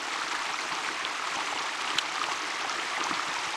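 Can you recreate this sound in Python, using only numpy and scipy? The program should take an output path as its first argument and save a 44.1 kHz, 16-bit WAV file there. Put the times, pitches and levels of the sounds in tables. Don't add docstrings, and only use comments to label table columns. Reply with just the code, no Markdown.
import sys
import numpy as np
from scipy import signal
from scipy.fft import rfft, irfft
from scipy.io import wavfile

SR = 44100
rng = np.random.default_rng(int(sys.argv[2]) if len(sys.argv) > 2 else 0)


def int16_out(signal):
    q = np.round(np.clip(np.atleast_2d(signal).T, -1, 1) * 32767)
    wavfile.write(sys.argv[1], SR, q.astype(np.int16))


def voltage_ratio(level):
    return 10 ** (np.asarray(level, float) / 20)


N = 156996


def rms_one(x):
    return x / np.sqrt(np.mean(x ** 2) + 1e-20)


def at_hz(points, hz):
    f, db = np.transpose(points)
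    return np.interp(np.log(hz), np.log(f), db)


def butter(x, order, hz, kind):
    return signal.sosfilt(signal.butter(order, hz, kind, fs=SR, output="sos"), x)


def drift(rate_hz):
    r = np.exp(-80 * np.pi * rate_hz / SR)
    steps = rng.standard_normal(N // 40 + 2002)
    slow = signal.lfilter([1], [1, -2 * r, r * r], steps)[2000:]
    slow = rms_one(slow - slow.mean())
    return np.interp(np.arange(N) / 40, np.arange(len(slow)), slow)


def ring(clicks, hz, t60):
    r, w = voltage_ratio(-60 / (t60 * SR)), 2 * np.pi * hz / SR
    return signal.lfilter([0, np.sin(w)], [1, -2 * r * np.cos(w), r * r], clicks + 1e-18)


def hiss(spectrum, shared_db, own_db, rate_hz):
    hz = np.maximum(np.fft.rfftfreq(N, 1 / SR), 1)
    inside = (hz > spectrum[0][0]) & (hz < spectrum[-1][0])
    shaped = rfft(rng.standard_normal(N)) * voltage_ratio(at_hz(spectrum, hz)) * inside
    step = 2 * np.log2(hz)
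    together = drift(rate_hz)
    out = 0
    for k in range(int(step[inside].min()), int(step[inside].max()) + 2):
        band = irfft(shaped * np.clip(1 - abs(step - k), 0, 1), N)
        out = out + voltage_ratio(shared_db * together + own_db * drift(rate_hz)) * band
    return rms_one(out)


def grains(per_s, cycles, spread_db, pitches, gains_db, clump_db, clump_rate_hz):
    soft_cycles = 3.1
    sizes = voltage_ratio(spread_db * np.minimum(rng.exponential(1, N), 4)) * rng.choice([-1, 1], N)
    born = rng.random(N) < per_s * voltage_ratio(clump_db * drift(clump_rate_hz)) / SR
    dealt = rng.integers(0, len(pitches), N)
    out = 0
    for k, (hz, gain_db) in enumerate(zip(pitches, gains_db)):
        soft = ring(sizes * born * (dealt == k), hz, soft_cycles / hz)
        out = out + voltage_ratio(gain_db) * rms_one(ring(soft, hz, cycles / hz))
    return rms_one(out)


def blips(rows, cycles, rise, swell, gain_db):
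    out = np.zeros(N + SR)
    for s, db, hz in rows:
        turn = np.arange(int(cycles / hz * SR)) / SR * hz
        shape = (1 - np.exp(-turn / swell)) * voltage_ratio(-60 * turn / cycles)
        tone = np.sin(2 * np.pi * turn * (1 + rise * turn / cycles))
        i = int(s * SR)
        out[i:i + len(turn)] += voltage_ratio(db + gain_db) * shape / shape.max() * tone
    return out[:N]


# t/s, level/dB
FLOW_STRENGTH = [(0, -34.5), (.2, -32.5), (.45, -33.5), (.85, -33), (1.15, -34), (1.4, -32), (1.75, -33.5),
                 (1.9, -31.5), (2.1, -33.5), (2.3, -31.5), (2.55, -33.5), (2.75, -32), (2.92, -33),
                 (3.05, -31.5), (3.2, -32.5), (3.28, -33), (3.4, -32), (3.56, -33.5)]


def flow_swing():
    s, db = np.transpose(FLOW_STRENGTH)
    return np.interp(np.arange(N) / SR, s, db - db.mean())


# f/Hz, level/dB (per Hz)
SPRAY_COLOUR = [(560, -16.5), (780, -4), (1200, 0.5), (1600, -5), (2100, -4), (6300, -15), (9500, -27),
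                (15700, -50.5)]


def spray(swing):
    return voltage_ratio(-34.5 + 0.7 * swing) * hiss(SPRAY_COLOUR, shared_db=1.0, own_db=1.92, rate_hz=78)


# f/Hz, level/dB (per Hz)
CHURN_COLOUR = [(18, -19), (70, -24.5), (170, -11), (228, -12.5), (305, -1.5), (400, -4), (520, -7),
                (700, -12)]


def churn(swing):
    return voltage_ratio(-49 + swing) * hiss(CHURN_COLOUR, shared_db=1.5, own_db=1.5, rate_hz=20)


# f/Hz, level/dB
BUBBLE_LOUDNESS = [(260, -29), (320, -11.5), (560, -17), (780, -2), (1200, -3), (2100, -1), (4000, -13.5),
                   (8000, -9.5)]


def bubbles(swing):
    pitches = np.geomspace(260, 8000, num=40)
    gains_db = at_hz(BUBBLE_LOUDNESS, pitches)
    return voltage_ratio(-38.5 + swing) * grains(per_s=1500, cycles=37, spread_db=2, pitches=pitches,
                                       gains_db=gains_db, clump_db=2, clump_rate_hz=30)


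def drops(swing):
    pitches = np.geomspace(2200, 10000, num=12)
    gains_db = -4.5 * np.log2(pitches / 2000)
    return voltage_ratio(-44.5 + 0.7 * swing) * grains(per_s=1200, cycles=12, spread_db=4, pitches=pitches,
                                             gains_db=gains_db, clump_db=6.5, clump_rate_hz=40)


# t/s, level/dB (peak), f/Hz
GURGLES = [(0.115, -23, 1260), (0.141, -29, 1200), (0.218, -20.5, 1270), (0.313, -23, 1230),
           (0.5, -24, 1070), (0.542, -19, 1254), (0.722, -27, 955), (0.786, -22.5, 1210),
           (0.8883, -23.5, 1150), (1.196, -21, 1250), (1.356, -26, 1280), (1.389, -22, 870),
           (1.526, -21.5, 776), (1.561, -24, 907), (1.846, -24, 1210), (1.985, -22, 1390),
           (2.157, -23.5, 1080), (2.181, -24, 1180), (2.215, -16.5, 1170), (2.286, -20, 860),
           (2.647, -21, 767), (2.697, -20, 1240), (2.978, -24, 786), (3.013, -17.5, 1140),
           (3.051, -23, 790), (3.067, -17.5, 950), (3.111, -16, 1164), (3.195, -14.5, 1220),
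           (3.367, -19, 950), (3.477, -25, 1180)]
# t/s, level/dB (peak), f/Hz
MORE_GURGLES = [(.159, -23.5, 1065), (.345, -25, 1200), (.365, -24, 1590), (.856, -25, 2450),
                (.861, -23, 1980), (.872, -25, 1310), (.916, -25, 2010), (.997, -25, 1030),
                (1.06, -24, 1050), (1.077, -23, 2020), (1.222, -23, 1190), (1.328, -23, 1280),
                (1.37, -22, 810), (1.415, -24, 1200), (1.484, -28, 1050), (1.602, -24.5, 1100),
                (1.622, -27, 1060), (1.642, -27, 850), (1.915, -20, 1166), (1.933, -23, 1110),
                (2.2156, -23, 1100), (2.233, -25, 1050), (2.293, -28, 990), (2.311, -23, 1050),
                (2.319, -20, 1010), (2.725, -23, 1170), (3.085, -23, 1210), (2.85, -25, 1900),
                (2.872, -23, 1950), (3.204, -23.5, 1730), (3.541, -24, 826)]


def gurgles():
    rows = list(GURGLES) + list(MORE_GURGLES)
    return blips(rows, cycles=24, rise=0.16, swell=0.41, gain_db=-3)


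# t/s, level/dB (peak), f/Hz
STONE_POPS = [(0.1371, -20, 2130), (0.175, -20, 1770), (0.2673, -20, 1960), (0.3502, -14, 1640),
              (0.5886, -17.5, 2030), (0.721, -20, 2430), (0.8205, -24, 1990), (1.001, -22, 1680),
              (1.3174, -17, 2200), (1.6955, -24, 2050), (1.9031, -14, 2880), (1.929, -24, 2110),
              (2.319, -25, 2760), (2.3456, -25.5, 2110), (2.4428, -19, 2020), (2.5062, -17, 1850),
              (2.599, -28.5, 2220), (2.7574, -18, 1700), (2.9676, -21, 2010), (3.0076, -20.5, 1610),
              (3.033, -21, 1970), (3.1313, -17, 2050), (3.1944, -23, 2190), (3.3847, -17, 2170)]


def pops():
    return blips(STONE_POPS, cycles=21.4, rise=0.13, swell=0.8, gain_db=-7.5)


# t/s, level/dB (peak), f/Hz
SMALL_DROPLETS = [(0.1398, -32.0, 4310.0), (0.1797, -32, 3600), (0.1992, -32, 4010.0),
                  (0.2283, -39, 6630.0), (0.2806, -30, 5680.0), (0.2835, -31.0, 4090.0),
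                  (0.2981, -35, 7450.0), (0.3111, -45.0, 8960.0), (0.352, -37.0, 6680.0),
                  (0.354, -39, 8830.0), (0.4244, -38, 8830.0), (0.6064, -33, 6290.0),
                  (0.7515, -33.0, 5170.0), (0.8454, -38, 8570.0), (0.8883, -39, 8660.0),
                  (0.9162, -39, 8010.0), (1.3587, -28.5, 6160.0), (1.3619, -28, 3010.0),
                  (1.444, -42, 8740.0), (1.4609, -33, 6240.0), (1.5034, -39.0, 7280.0),
                  (1.5617, -39.0, 7280.0), (1.5759, -30, 2760.0), (1.592, -30, 3960.0),
                  (1.686, -39, 8270.0), (1.8762, -28, 2790), (1.9065, -42.0, 8400.0),
                  (2.123, -37.0, 7110.0), (2.1633, -34.0, 5990.0), (2.1933, -39.0, 7540.0),
                  (2.2156, -33.0, 4650.0), (2.2657, -40, 8440.0), (2.3182, -32, 2700),
                  (2.3185, -40.0, 7710.0), (2.3245, -35, 7020.0), (2.3314, -34, 4480.0),
                  (2.3769, -32, 6200.0), (2.3933, -34.0, 6200.0), (2.4202, -33.0, 5940.0),
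                  (2.4762, -36, 8270.0), (2.5056, -35, 8350.0), (2.6227, -35, 5080.0),
                  (2.6956, -28, 6070.0), (2.7976, -29, 2920), (2.8563, -43, 8140.0), (2.967, -27, 1940.0),
                  (3.0058, -32, 3660.0), (3.0071, -29.5, 2730), (3.1192, -42.0, 7920.0),
                  (3.1494, -30.5, 3340), (3.1919, -31.0, 4820.0), (3.2848, -41, 7710.0),
                  (3.3155, -31, 3490.0), (3.3412, -32, 6460.0), (3.5068, -33, 8310.0), (3.535, -32, 3600)]


def droplets():
    return blips(SMALL_DROPLETS, cycles=24, rise=0.057, swell=1.3, gain_db=4)


# t/s, level/dB (peak), f/Hz
STONE_TICKS = [(0.2284, -30, 3930), (0.2563, -31, 4600), (0.2813, -32, 4170), (0.3526, -29, 4080),
               (0.3915, -30, 4030), (0.5357, -25, 5200), (0.618, -26, 4050), (0.7243, -26, 4540),
               (0.7517, -26, 5680), (1.5868, -26, 4460), (1.6312, -27, 5180), (1.6866, -31, 4220),
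               (1.8437, -29, 3860), (1.9031, -25, 4420), (2.156, -25, 4370), (2.1939, -26.5, 4210),
               (2.3181, -29, 4450), (2.4204, -27.5, 4590), (2.5032, -27, 4920), (2.6209, -35, 5140),
               (2.6958, -20.5, 5030), (3.04, -18.5, 5670), (3.1408, -27, 4160), (3.1916, -26, 4900),
               (3.3413, -30, 4800), (3.3887, -24, 4660), (3.454, -27, 5200), (3.5064, -35, 4590)]


def ticks():
    return blips(STONE_TICKS, cycles=21, rise=0.19, swell=1.0, gain_db=0.5)


# t/s, level/dB (peak), f/Hz
FINGER_BUMPS = [(.375, -59, 35), (.72, -43, 170), (1.365, -46, 164), (1.535, -52, 135), (1.955, -42, 156),
                (2.345, -54, 109), (3.125, -37, 201), (3.165, -49, 130), (3.285, -43.5, 180),
                (3.385, -52, 125), (3.47, -49, 130)]


def bumps():
    return blips(FINGER_BUMPS, cycles=7, rise=-0.064, swell=0.84, gain_db=0)


# t/s, level/dB (peak), f/Hz
HARD_SNAPS = [
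    (.8448, -39, 10000),
    (.8462, -58, 14200),
    (.848, -19.5, 2200),
    (.8884, -18.5, 1520),
    (.891, -24.5, 1600),
    (1.0506, -13.5, 3180),
    (2.2404, -15, 2620),
]


def snaps():
    return blips(HARD_SNAPS, cycles=7.5, rise=0.037, swell=0.82, gain_db=0.5)


# t/s, level/dB (peak), f/Hz
HOLLOW_GLUGS = [
    (1.365, -34, 307),
    (1.907, -38.5, 310),
    (2.79, -32.5, 415),
    (3.01, -31, 320),
    (3.11, -26.5, 318),
]


def glugs():
    return blips(HOLLOW_GLUGS, cycles=8.1, rise=-0.098, swell=1.3, gain_db=-0.93)


def rasp():
    start_s, length_s = 1.9826, 0.0098
    t = np.arange(N) / SR - start_s
    fade = voltage_ratio(-6 * np.clip(t / length_s, 0, 1))
    burst = rng.standard_normal(N) * (t > 0) * (t < length_s) * fade
    return voltage_ratio(-37) * butter(burst, 2, [8500, 1.36 * 8500], "band")


# t/s, level/dB
CREAK_SLIPS = [
    (1.983, -20),
    (1.9848, -14),
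    (1.985, -16),
    (1.986, -8.5),
    (1.9876, -16),
    (1.9876, -18),
    (1.9883, -17),
    (1.9903, -20),
    (1.9905, -23),
    (1.9940, -25),
]
# f/Hz, level/dB, t60/s (time to fall 60 dB)
HOUSING_RINGS = [(1580, -14, 0.013), (2620, -5.5, 0.0065), (2930, -2, 0.0078), (3580, -3.5, 0.0064),
                 (4300, -9.5, 0.005), (5340, -16.5, 0.0049), (6030, -17, 0.0053), (6670, -16, 0.006),
                 (7400, -17, 0.0057), (7950, -19.5, 0.005), (10700, -34, 0.0027)]


def creak():
    s, db = np.transpose(CREAK_SLIPS)
    out = 0
    for k, (hz, level_db, t60) in enumerate(HOUSING_RINGS):
        clicks = np.zeros(N)
        uneven_db = rng.normal(0, 1.1, len(s))
        clicks[(s * SR).astype(int)] = voltage_ratio(db + level_db + 2.5 + uneven_db) * (-1) ** k
        out = out + ring(clicks, hz, t60)
    return butter(out, 3, [1200, 11500], "band")


def stream():
    swing = flow_swing()
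    near = bubbles(swing) + drops(swing) + gurgles() + pops() + droplets() + ticks()
    near = butter(near, 4, 8840, "low")
    near = butter(near, 4, 240, "high")
    return spray(swing) + churn(swing) + near + snaps() + glugs()


def scene():
    handling = bumps() + rasp() + creak()
    return (stream() + handling)[None]


def low_pass(x):
    return signal.sosfilt(signal.butter(12, 15610, fs=SR, output="sos"), x)


def record(dry):
    cut = signal.sosfilt(signal.cheby2(12, 60, 16300, fs=SR, output="sos"), dry)
    return low_pass(cut)


dry = scene()
out = record(dry)
int16_out(out)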